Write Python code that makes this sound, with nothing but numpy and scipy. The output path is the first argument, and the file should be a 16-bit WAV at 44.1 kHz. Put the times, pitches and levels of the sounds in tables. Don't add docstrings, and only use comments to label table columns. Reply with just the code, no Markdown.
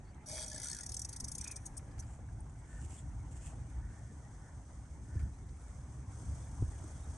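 import sys
import numpy as np
from scipy import signal
from scipy.fft import rfft, irfft, next_fast_len
from scipy.io import wavfile
from scipy.ndimage import uniform_filter1d

SR = 44100
rng = np.random.default_rng(int(sys.argv[2]) if len(sys.argv) > 2 else 0)


def bounce(signal):
    frames = np.transpose(np.atleast_2d(signal))
    limited = np.clip(frames, -1, 1)
    pcm = np.round(limited * 32767).astype(np.int16)
    wavfile.write(sys.argv[1], SR, pcm)


N = 316197
TIME = np.arange(N) / SR
SIZE = next_fast_len(N + 8192, real=True) // 2 * 2
FREQ = np.fft.rfftfreq(SIZE, 1 / SR)

# frequency in Hz, coherence.
AIR_COHERENCE = [(60, 0.99), (130, 0.98), (270, 0.96), (560, 0.89), (1200, 0.62), (2500, 0.25),
                 (6000, 0.56), (11000, 0.23)]
# frequency in Hz, coherence.
PORT_COHERENCE = [(600, 1), (3500, 0.79), (6300, 0.96), (8000, 0.81), (10000, 0.53), (11500, 0.26)]
# time in seconds, teeth per second.
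WHEEL_SPEED = [(0.26, 81.1), (0.342, 129.0), (0.434, 124.0), (0.451, 55.8), (0.494, 52.8), (0.528, 70.7),
               (0.599, 47.0), (0.64, 81.2), (0.757, 54.0), (0.855, 32.2), (0.939, 41.3), (1.024, 38.0),
               (1.068, 20.9), (1.125, 29.5), (1.223, 22.8), (1.41, 35.1), (1.501, 25.7), (1.58, 16),
               (1.66, 11), (1.78, 5), (2.0, 2)]
# time in seconds, then relative level, body, brightness in dB.
SINGLE_CLICKS = [(0.7678, -43.5, 10, 3.5), (0.7883, -45, 14, 3.5), (0.8105, -43, 10, 3),
                 (0.8353, -43, 11, 3), (0.865, -38.5, 4, 1.5), (0.895, -37, 2, -1), (0.921, -41, 6, 4),
                 (0.9448, -40, 7.5, 6.5), (0.9696, -34.5, -0.5, -1), (0.9958, -36, 2, 0.5),
                 (1.0198, -34.5, -2, 0), (1.051, -37, 5, 0.5), (1.0945, -41, 3, 2),
                 (1.1326, -43.0, 10.5, 4), (1.166, -39.5, 5, 2.5), (1.206, -38.5, 5, 5),
                 (1.2472, -39, 3, 3), (1.286, -41.5, 7, 5.5), (1.3207, -41, 4, 7), (1.354, -41.5, 6, 6),
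                 (1.385, -37, 0, 0.5), (1.414, -39.5, 3, 2.5), (1.4456, -40.5, 8, 4), (1.4784, -39, 6, 1.5),
                 (1.5172, -39, 2, 5), (1.5662, -42, 2, 3.5), (1.666, -44.5, 2.5, 6), (1.779, -45.5, 2, 8),
                 (2.003, -41.5, -5, -1.5)]


def amp(db):
    return np.exp(np.asarray(db) * (np.log(10) / 20))


def unit(x):
    return x / np.sqrt(np.mean(x ** 2) + 1e-20)


def across(points):
    hz, value = np.transpose(points)
    return np.interp(np.log(FREQ + 1), np.log(abs(hz) + 1), value)


def along(curve):
    return amp(np.interp(TIME, *np.transpose(curve)))


def add(mix, start_s, sound):
    part = mix[max(round(start_s * SR), 0):][:len(sound)]
    part += sound[:len(part)]


def arch(middle, length):
    envelope = np.zeros(N)
    add(envelope, middle - length / 2, signal.windows.hann(round(length * SR)))
    return envelope


def swells(strokes):
    return sum(amp(db) * arch(middle, length) for middle, length, db in strokes)


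def flutter(hz, depth_db):
    slow = irfft(rfft(rng.standard_normal(SIZE)) * np.exp(-(FREQ / hz) ** 2))[:N]
    return amp(depth_db * unit(slow))


def shaped(x, gain):
    return irfft(rfft(x, SIZE) * gain)[:, :N]


def mottled(x, depth_db, frames, bins):
    spectra = signal.stft(x, nperseg=512)[2]
    patches = uniform_filter1d(rng.standard_normal(spectra.shape[::-1][:2]), frames, axis=0)
    patches = uniform_filter1d(patches, bins, axis=1)
    return signal.istft(spectra * unit(amp(depth_db * unit(patches.T))))[1][:, :N]


def causal(db):
    cepstrum = irfft(np.log(amp(np.maximum(db, -100))))
    cepstrum[1:SIZE // 2] *= 2
    cepstrum[SIZE // 2 + 1:] = 0
    return np.exp(rfft(cepstrum))


def resonances(modes):
    return sum(amp(db) / (1 + 2j * (FREQ - hz) / width) ** 2 for hz, width, db in modes)


def ring(hz, db, t60):
    t = np.arange(SR // 4) / SR
    return amp(db - 60 * t / t60) * np.sin(2 * np.pi * hz * t) * (1 - np.exp(-4 * hz * t))


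def pair(drive, response, coherence):
    left, other = rfft(drive, SIZE)
    shared = np.clip(across(coherence), -1, 1)
    right = shared * left + np.sqrt(1 - shared ** 2) * other
    return irfft(np.array([left, right]) * response / np.sqrt(np.mean(abs(response) ** 2)))[:, :N]


def noise(spectrum):
    return unit(pair(rng.standard_normal((2, N)), amp(across(spectrum)), AIR_COHERENCE))


def whistle(hz, width_hz):
    fuzz = unit(irfft(rfft(rng.standard_normal(SIZE)) / (1 + (2 * FREQ / width_hz) ** 2))[:N])
    return fuzz * np.sin(2 * np.pi * np.cumsum(hz * np.ones(N)) / SR)


def whistles(rows, width_hz):
    return sum(amp(db) * arch(middle, length) * whistle(hz, width_hz) for middle, length, db, hz in rows)


def drag(strokes, modes, gain_db, rough_db=2.0):
    friction = rng.standard_normal((2, N)) * flutter(hz=119, depth_db=rough_db)
    return amp(gain_db) * swells(strokes) * unit(pair(friction, resonances(modes), PORT_COHERENCE))


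def wind(steadiness=0.29, usual_db=-47, split_hz=150, upper_follow=0.29):
    # frequency in Hz, relative level in dB.
    rumble = [(19, -43), (27, -45), (36, -20.5), (48, 3), (62, 0.5), (71, 5.5), (85, -4.5), (105, 0),
              (135, -6), (170, -13.5), (210, -17.5), (290, -17.5), (400, -35), (1500, -75)]
    # time in seconds, level in dB.
    breeze = [(0, -51.5), (0.7, -54.5), (0.9, -48), (1.5, -52.5), (2.0, -45), (2.6, -48), (3.1, -43),
              (3.8, -44.5), (4.05, -49), (5.0, -47), (6.3, -46), (7.17, -45)]
    # middle and length in seconds, change in dB.
    gusts = [(2.817, 0.29, 2.5), (2.962, 0.13, -9.5), (3.81, 0.25, 1), (5.204, 0.2, 13.5),
             (6.058, 0.073, -13), (6.32, 0.18, 7), (6.628, 0.13, 12.5)]
    eddies = noise(rumble)
    running_rms = np.sqrt(uniform_filter1d(eddies[0] ** 2, size=3500) + 1e-9)
    eddies = eddies / running_rms ** steadiness
    deep = shaped(eddies, 1 / (1 + (FREQ / split_hz) ** 4))
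    gust_db = sum(db * arch(middle, length) for middle, length, db in gusts)
    strength = along(breeze) * amp(gust_db - usual_db)
    buffeting = flutter(hz=12.2, depth_db=1.83)
    return amp(usual_db) * buffeting * (deep * strength + (eddies - deep) * strength ** upper_follow)


def lake(gain_db=5.0):
    # time in seconds, relative level in dB.
    levels = [(0, -65), (1.7, -63.5), (1.98, -63.5), (2.3, -66.5), (3.6, -64), (5.0, -67), (7.17, -62.5)]
    # frequency in Hz, relative level in dB.
    spectrum = [(100, 7.5), (300, 1.5), (480, -4), (620, -3.5), (780, 1), (1200, -8.5), (1700, -9),
                (2200, -12), (2700, -22), (4000, -27), (9000, -49)]
    wash = amp(gain_db) * along(levels) * noise(spectrum) * flutter(hz=60, depth_db=0.7)
    return mottled(wash, depth_db=3.0, frames=7, bins=2)


def hiss():
    # time in seconds, level in dB.
    levels = [(0, -72), (2.5, -69), (3.8, -66.5), (5.25, -66.5), (5.48, -70.5), (5.65, -66.5), (6.05, -68),
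              (6.18, -60), (7.17, -62)]
    # frequency in Hz, relative level in dB.
    spectrum = [(900, 4), (1500, 1), (2550, -19), (3300, -7.5), (3900, -15), (4900, -7.5), (5700, -1.5),
                (6400, 4), (7100, -2), (7900, 1), (8500, 5), (9100, -8), (10500, -5.5), (11000, -17.5),
                (11500, -37)]
    return along(levels) * noise(spectrum) * flutter(hz=6.6, depth_db=1.07) * flutter(hz=70, depth_db=0.9)


def birds(waver=0.026):
    # start and length in seconds, level in dB, pitch in Hz at the start, middle and end.
    chirps = [(.034, .04, -78, 5450, 4420, 4470), (.064, 0.055, -74, 4400, 4680, 4330),
              (.148, .03, -82, 4100, 4160, 3990), (3.185, .04, -86, 3900, 4100, 4200),
              (5.31, 0.076, -82, 3600, 4020, 4300), (6.39, .1, -76, 3300, 3560, 3480),
              (6.92, 0.084, -75, 3500, 3300, 3220), (6.985, 0.036, -75, 3750, 3600, 3550),
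              (7.02, 0.045, -74, 3600, 3850, 3600)]
    calls = np.zeros(N)
    for start, length, db, *pitches in chirps:
        progress = np.linspace(0, 1, int(length * SR))
        jitter = unit(uniform_filter1d(rng.standard_normal(N), size=100))[:len(progress)]
        hz = np.interp(progress, [0, .5, 1], pitches) * (1 + waver * jitter)
        add(calls, start, amp(db) * np.sin(np.pi * progress) * np.sin(2 * np.pi * np.cumsum(hz) / SR))
    return calls


def crackle(faint_db=-77, per_s=22, spread_db=6.0, t60=0.041):
    # start in seconds, level in dB.
    clear = [(3.556, -61), (3.70, -61), (4.25, -66), (5.213, -62), (6.72, -54), (6.785, -58)]
    power, t = np.zeros(N), np.arange(SR // 10) / SR
    gaps, sizes = rng.exponential(size=(N // 1000, 2)).T
    faint = zip(np.cumsum(gaps) / per_s, faint_db + spread_db * np.minimum(sizes, 3))
    for start, db in clear + list(faint):
        add(power, start, amp(db - 60 * t / t60) ** 2)
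    spray = noise([(1200, -24), (2600, -5), (4000, -9.5), (6300, -5), (8500, 7), (10500, -4), (11500, -26)])
    return mottled(np.sqrt(power) * spray, depth_db=8.5, frames=4, bins=14)


def tooth_rate():
    return np.interp(TIME, *np.transpose(WHEEL_SPEED), left=0, right=0)


def teeth(whir_end_s=0.758, uneven_db=0.5):
    # time in seconds, relative level in dB.
    force = [(0.26, -84), (0.285, -48), (0.43, -45.5), (0.48, -45), (0.6, -42), (0.65, -41), (0.75, -41)]
    teeth_passed = np.floor(np.cumsum(tooth_rate()) / SR + .5)
    whir_s = TIME[np.flatnonzero(np.diff(teeth_passed))]
    whir_s = whir_s[whir_s < whir_end_s]
    whir_db = np.interp(whir_s, *np.transpose(force)) + uneven_db * rng.standard_normal(N)[:len(whir_s)]
    click_s, click_db = np.transpose(SINGLE_CLICKS)[:2]
    times = np.concatenate([whir_s, click_s])
    return zip(times, np.concatenate([whir_db, click_db]), np.diff(times, prepend=WHEEL_SPEED[0][0]))


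def pawl():
    ride_db, ride_rate_hz = -61.0, 35
    slide_db, climb_db, lead_s = -2, 6, 0.0012
    slide_share, quickest_s, longest_slide_s = 0.17, 0.013, 0.01
    crack_db, crack_t60 = -2.5, 0.0097
    chatter_db, chatter_t60, chatter_gap_s = 1.0, 0.04, 0.017
    rebound_s, rebound_db, rebound_spread_db = 0.008, -11, 14
    power = (amp(ride_db) * tooth_rate() / ride_rate_hz) ** 2
    t = np.arange(-SR // 50, SR // 20) / SR
    crack = amp(crack_db - 60 * np.maximum(t, 0) / crack_t60) * (t >= 0)
    for (snap_s, db, gap), (late, weak) in zip(teeth(), rng.random((N // 1000, 2))):
        slide_s = np.clip(slide_share * (gap - quickest_s), longest_slide_s / 10, longest_slide_s)
        scrape = amp(slide_db + climb_db * np.minimum(t, 0) / slide_s) * (t > -slide_s)
        freedom = np.clip(gap / chatter_gap_s, .5, 1)
        chatter = amp(chatter_db - 60 * np.maximum(t, 0) / (chatter_t60 * freedom))
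        click = amp(db) * np.where(t < 0, scrape, np.hypot(crack, chatter))
        add(power, snap_s - lead_s + t[0], click ** 2 / freedom)
        rebound = amp(db + rebound_db - rebound_spread_db * weak) * crack
        add(power, snap_s + t[0] + rebound_s * freedom * (.5 + late), rebound ** 2)
    grain = unit(flutter(hz=1500, depth_db=0.5))
    return np.sqrt(power) * grain * rng.standard_normal((2, N))


def ratchet(gain_db=-2.0, body_hz=5000, body_db=1.0, bright_hz=7400):
    # frequency in Hz, relative gain in dB.
    housing = [(200, -46), (700, -21), (1150, -18.5), (2000, -20.5), (2530, -23.5), (2740, -22),
               (3000, -22), (3450, -16), (4100, -18), (5400, 5.5), (6300, 9.5), (7200, -1), (8500, 3.5),
               (10000, 1.5), (11600, -12.5)]
    # centre and width in Hz, lift in dB.
    peaks = [(1430, 70, 6), (1720, 110, 5), (2240, 70, 3), (2480, 70, 3), (3720, 350, 5), (4420, 200, 4),
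             (5150, 200, -8), (5340, 150, 3), (5900, 190, 5), (6600, 190, 7), (7660, 220, 5),
             (7950, 150, -3), (8145, 130, 5), (8420, 170, 7.5), (8720, 140, 2.5), (10200, 260, 4.5)]
    # frequency in Hz, left minus right in dB.
    balance = [(600, 12), (4300, -2), (5150, 14), (5800, -7.5), (7000, 8), (7650, -11.5), (7950, 12),
               (8150, -7), (8400, -6), (8700, 17), (9200, 6.5), (10100, 9), (11500, 7.5)]
    # frequency in Hz, lead of the left in radians.
    phase = [(0, 12), (1700, 2), (3300, -0.7), (4400, -0.3), (4950, 4.5), (5300, -2), (5700, 0.1),
             (6500, 0.45), (7300, -0.5), (7670, -2), (8350, 1.45), (9000, 0.55), (11000, 2)]
    lift_db = sum(db / (1 + (2 * (FREQ - hz) / width) ** 2) for hz, width, db in peaks)
    lean_db = across(balance) / 2
    ports = np.array([amp(lean_db), amp(-lean_db) * np.exp(-1j * across(phase))])
    clicks = amp(gain_db) * pair(pawl(), causal(across(housing) + lift_db) * ports, PORT_COHERENCE)
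    click_s, _, fullness_db, brightness_db = np.transpose(SINGLE_CLICKS)
    nearest = np.searchsorted((click_s[1:] + click_s[:-1]) / 2, TIME)
    body = shaped(clicks, 1 / (1 + (FREQ / body_hz) ** 16))
    top = shaped(clicks, 1 - 1 / (1 + (FREQ / bright_hz) ** 16))
    clicks += body * (amp(body_db + fullness_db[nearest]) - 1)
    clicks += top * (amp(brightness_db[nearest]) - 1)
    return mottled(clicks, depth_db=3.0, frames=5, bins=3)


def rasp(gain_db=-71, per_octave_db=10, middle_rate_hz=40, onset_s=0.15, touch_rate_hz=42):
    # centre and width in Hz, relative gain in dB.
    rim_modes = [(3350, 110, 2), (3570, 710, -4), (4410, 140, 1), (4700, 360, 1)]
    onset = np.clip((TIME - WHEEL_SPEED[0][0]) / onset_s, 0, 1)
    touch = 1 - np.exp(-(tooth_rate() / touch_rate_hz) ** 4)
    octaves = np.log2(tooth_rate() / middle_rate_hz + 1e-6)
    rubbing = unit(pair(rng.standard_normal((2, N)), resonances(rim_modes), PORT_COHERENCE))
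    return amp(gain_db + per_octave_db * octaves) * onset * touch * rubbing


def axle():
    # middle and length in seconds, relative level in dB.
    groans = [(0.35, 0.21, -52.5), (0.445, 0.12, -56), (0.575, 0.24, -59)]
    dry_rubs = [(0.43, 0.19, -68.5), (0.58, 0.12, -66.5), (0.66, 0.15, -63), (0.775, 0.27, -67),
                (0.98, 0.067, -73), (1.14, 0.13, -71.5), (1.29, 0.1, -73), (1.46, 0.38, -73)]
    squeaks = [(0.372, 0.25, -55.5), (1.41, 0.061, -56.5), (1.495, 0.15, -53), (1.588, 0.053, -60.5),
               (1.795, 0.017, -57)]
    creaks = [(1.468, 0.057, -57), (1.505, 0.07, -56), (1.545, 0.045, -62)]
    # time in seconds, pitch in Hz.
    creak_pitch = [(1.45, 2480), (1.47, 2490), (1.51, 2475), (1.555, 2276)]
    # middle and length in seconds, level in dB, pitch in Hz.
    catches = [(0.375, 0.09, -56.5, 2230), (0.523, 0.045, -58, 1720), (0.568, 0.037, -58, 1720),
               (0.6, 0.15, -63, 2030), (0.655, 0.09, -62, 1420), (0.735, 0.08, -58, 1790),
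               (0.768, 0.075, -57, 1660), (0.79, 0.097, -66, 1470), (0.84, 0.11, -62.5, 1900)]
    groan = drag(groans, [(615, 45, 5.5), (520, 80, -7.5), (840, 120, -8.5), (2196, 110, -14.5)],
                 gain_db=1.5)
    rub = drag(dry_rubs, [(1180, 180, -24), (1435, 36, 17.0), (1700, 160, 12.0), (2090, 580, 3.5)],
               gain_db=3.0, rough_db=5.0)
    squeak = drag(squeaks, [(2390, 87, 7), (2220, 81, 1.0), (1800, 400, -12.5), (1560, 3400, -6.5)],
                  gain_db=-5, rough_db=-6)
    creak_hz = np.interp(TIME, *np.transpose(creak_pitch))
    creak = swells(creaks) * whistle(creak_hz, width_hz=130) * unit(flutter(hz=150, depth_db=3))
    return groan + rub + whistles(catches, width_hz=140) + squeak + creak


def singing():
    # middle and length in seconds, level in dB, pitch in Hz.
    tones = [(0.345, 0.15, -57, 8480), (0.398, 0.11, -54, 8850), (0.433, 0.041, -47, 8430),
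             (0.455, 0.049, -50, 8320), (0.558, 0.04, -52, 7750), (0.585, 0.14, -55, 5980),
             (0.648, 0.091, -46, 5900), (0.7, 0.26, -51, 8100), (0.712, 0.05, -54, 4380)]
    return whistles(tones, width_hz=130)


def mechanism():
    # time in seconds, centre and half width in Hz.
    notch = [(0.3, 2700, 130), (0.39, 2820, 200), (0.5, 2750, 130), (0.65, 2730, 90), (1.0, 2840, 90)]
    sources = ratchet() + rasp() + axle() + singing()
    hz, frame_s, spectra = signal.stft(sources, SR, nperseg=1024, noverlap=768)
    times, centre, half_width = np.transpose(notch)
    detuning = (hz[:, None] - np.interp(frame_s, times, centre)) / np.interp(frame_s, times, half_width)
    return signal.istft(spectra * (1 - np.exp(-detuning ** 4)), nperseg=1024, noverlap=768)[1][:, :N]


def handling(pivot_hz=106, tick_t60=0.091):
    # start in seconds, relative level in dB, hardness in dB per octave.
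    knocks = [(5.155, -27, -6.5), (5.201, -42, -2), (6.329, -51, -10), (6.6233, -19.5, -4),
              (6.677, -34.5, -28), (6.843, -45.5, 5.5)]
    # frequency in Hz, gain in dB, 60 dB decay time in seconds.
    body_modes = [(60, -17, 0.091), (118, -3, 0.11), (276, 1, 0.02), (620, -15, 0.02)]
    # start in seconds, level in dB.
    ticks = [(1.913, -66), (1.981, -59), (2.024, -59), (5.153, -66), (5.193, -57.5)]
    # centre and width in Hz, relative gain in dB.
    tick_modes = [(1490, 530, -1), (2220, 340, -1.5), (3200, 270, -8.5), (5100, 450, -5.5),
                  (7500, 4800, -10)]
    thuds, contact, t = np.zeros(N), np.zeros(N), np.arange(SR // 4) / SR
    for start, db, hardness in knocks:
        for hz, mode_db, t60 in body_modes:
            add(thuds, start, ring(hz, db + mode_db + hardness * np.log2(hz / pivot_hz), t60))
    for start, db in ticks:
        add(contact, start, amp(db - 60 * t / tick_t60))
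    return thuds + pair(contact * rng.standard_normal((2, N)), resonances(tick_modes), AIR_COHERENCE)


def cloth():
    # middle and length in seconds, level in dB.
    strokes = [(2.11, 0.25, -67.5), (2.77, 0.37, -66), (2.822, 0.05, -65.5), (2.852, 0.039, -64),
               (2.925, 0.12, -59), (2.985, 0.11, -59.5), (3.325, 0.05, -62), (3.367, 0.06, -62.5),
               (3.46, 0.21, -59.5), (3.468, 0.033, -59.5)]
    # frequency in Hz, relative level in dB.
    spectrum = [(1200, -9), (2900, -3.5), (4000, -14), (6000, -5), (7200, 5), (8400, 6), (9500, -6),
                (11000, -12), (11900, -22)]
    # middle and length in seconds, level in dB, pitch in Hz.
    squeaks = [(2.85, 0.036, -68, 2760), (2.965, 0.12, -76, 3070), (2.985, 0.06, -66.5, 3380),
               (3.455, 0.098, -68, 2710), (3.47, 0.047, -70, 3300), (3.48, 0.1, -67, 2590)]
    swish = swells(strokes) * noise(spectrum) * flutter(hz=400, depth_db=2.5)
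    return swish + whistles(squeaks, width_hz=300)


def plops(t60=0.028):
    # start in seconds, level in dB, pitch in Hz.
    bubbles = [(2.19, -47.5, 524), (2.288, -57, 1640)]
    water = np.zeros(N)
    for start, db, hz in bubbles:
        add(water, start, ring(hz, db, t60))
    return water


def hand():
    # middle and length in seconds, relative level in dB.
    strokes = [(2.76, 0.28, -64), (3.92, 0.65, -68.5), (4.47, 0.23, -66.5), (5.17, 0.39, -66.5)]
    return drag(strokes, [(1506, 120, 0), (1777, 180, 0)], gain_db=-1.0)


def zoom(level_db=-65, first_step_s=6.122, steps_per_s=30.36, half_width_s=0.003):
    # centre and width in Hz, relative gain in dB.
    barrel_modes = [(3560, 510, -6.5), (6360, 700, -8), (8250, 300, -1), (8700, 240, 10), (9400, 360, 0),
                    (10500, 670, 1)]
    steps = (TIME - first_step_s) * steps_per_s
    from_step_s = (steps - np.round(steps)) / steps_per_s
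    pulses = (steps > -.5) * np.exp(-(from_step_s / half_width_s) ** 2)
    barrel = unit(pair(rng.standard_normal((2, N)), resonances(barrel_modes), AIR_COHERENCE))
    return amp(level_db) * pulses * barrel


def scene():
    return (mechanism() + hand() + wind() + lake() + plops() + hiss() + crackle() + zoom()
            + cloth() + handling() + birds())


def record(dry):
    cutoff_hz = 11750
    low_pass = signal.firwin(511, cutoff_hz, window=("kaiser", 9), fs=SR)
    return signal.oaconvolve(dry, low_pass[None], "same")


dry = scene()
out = record(dry)
bounce(out)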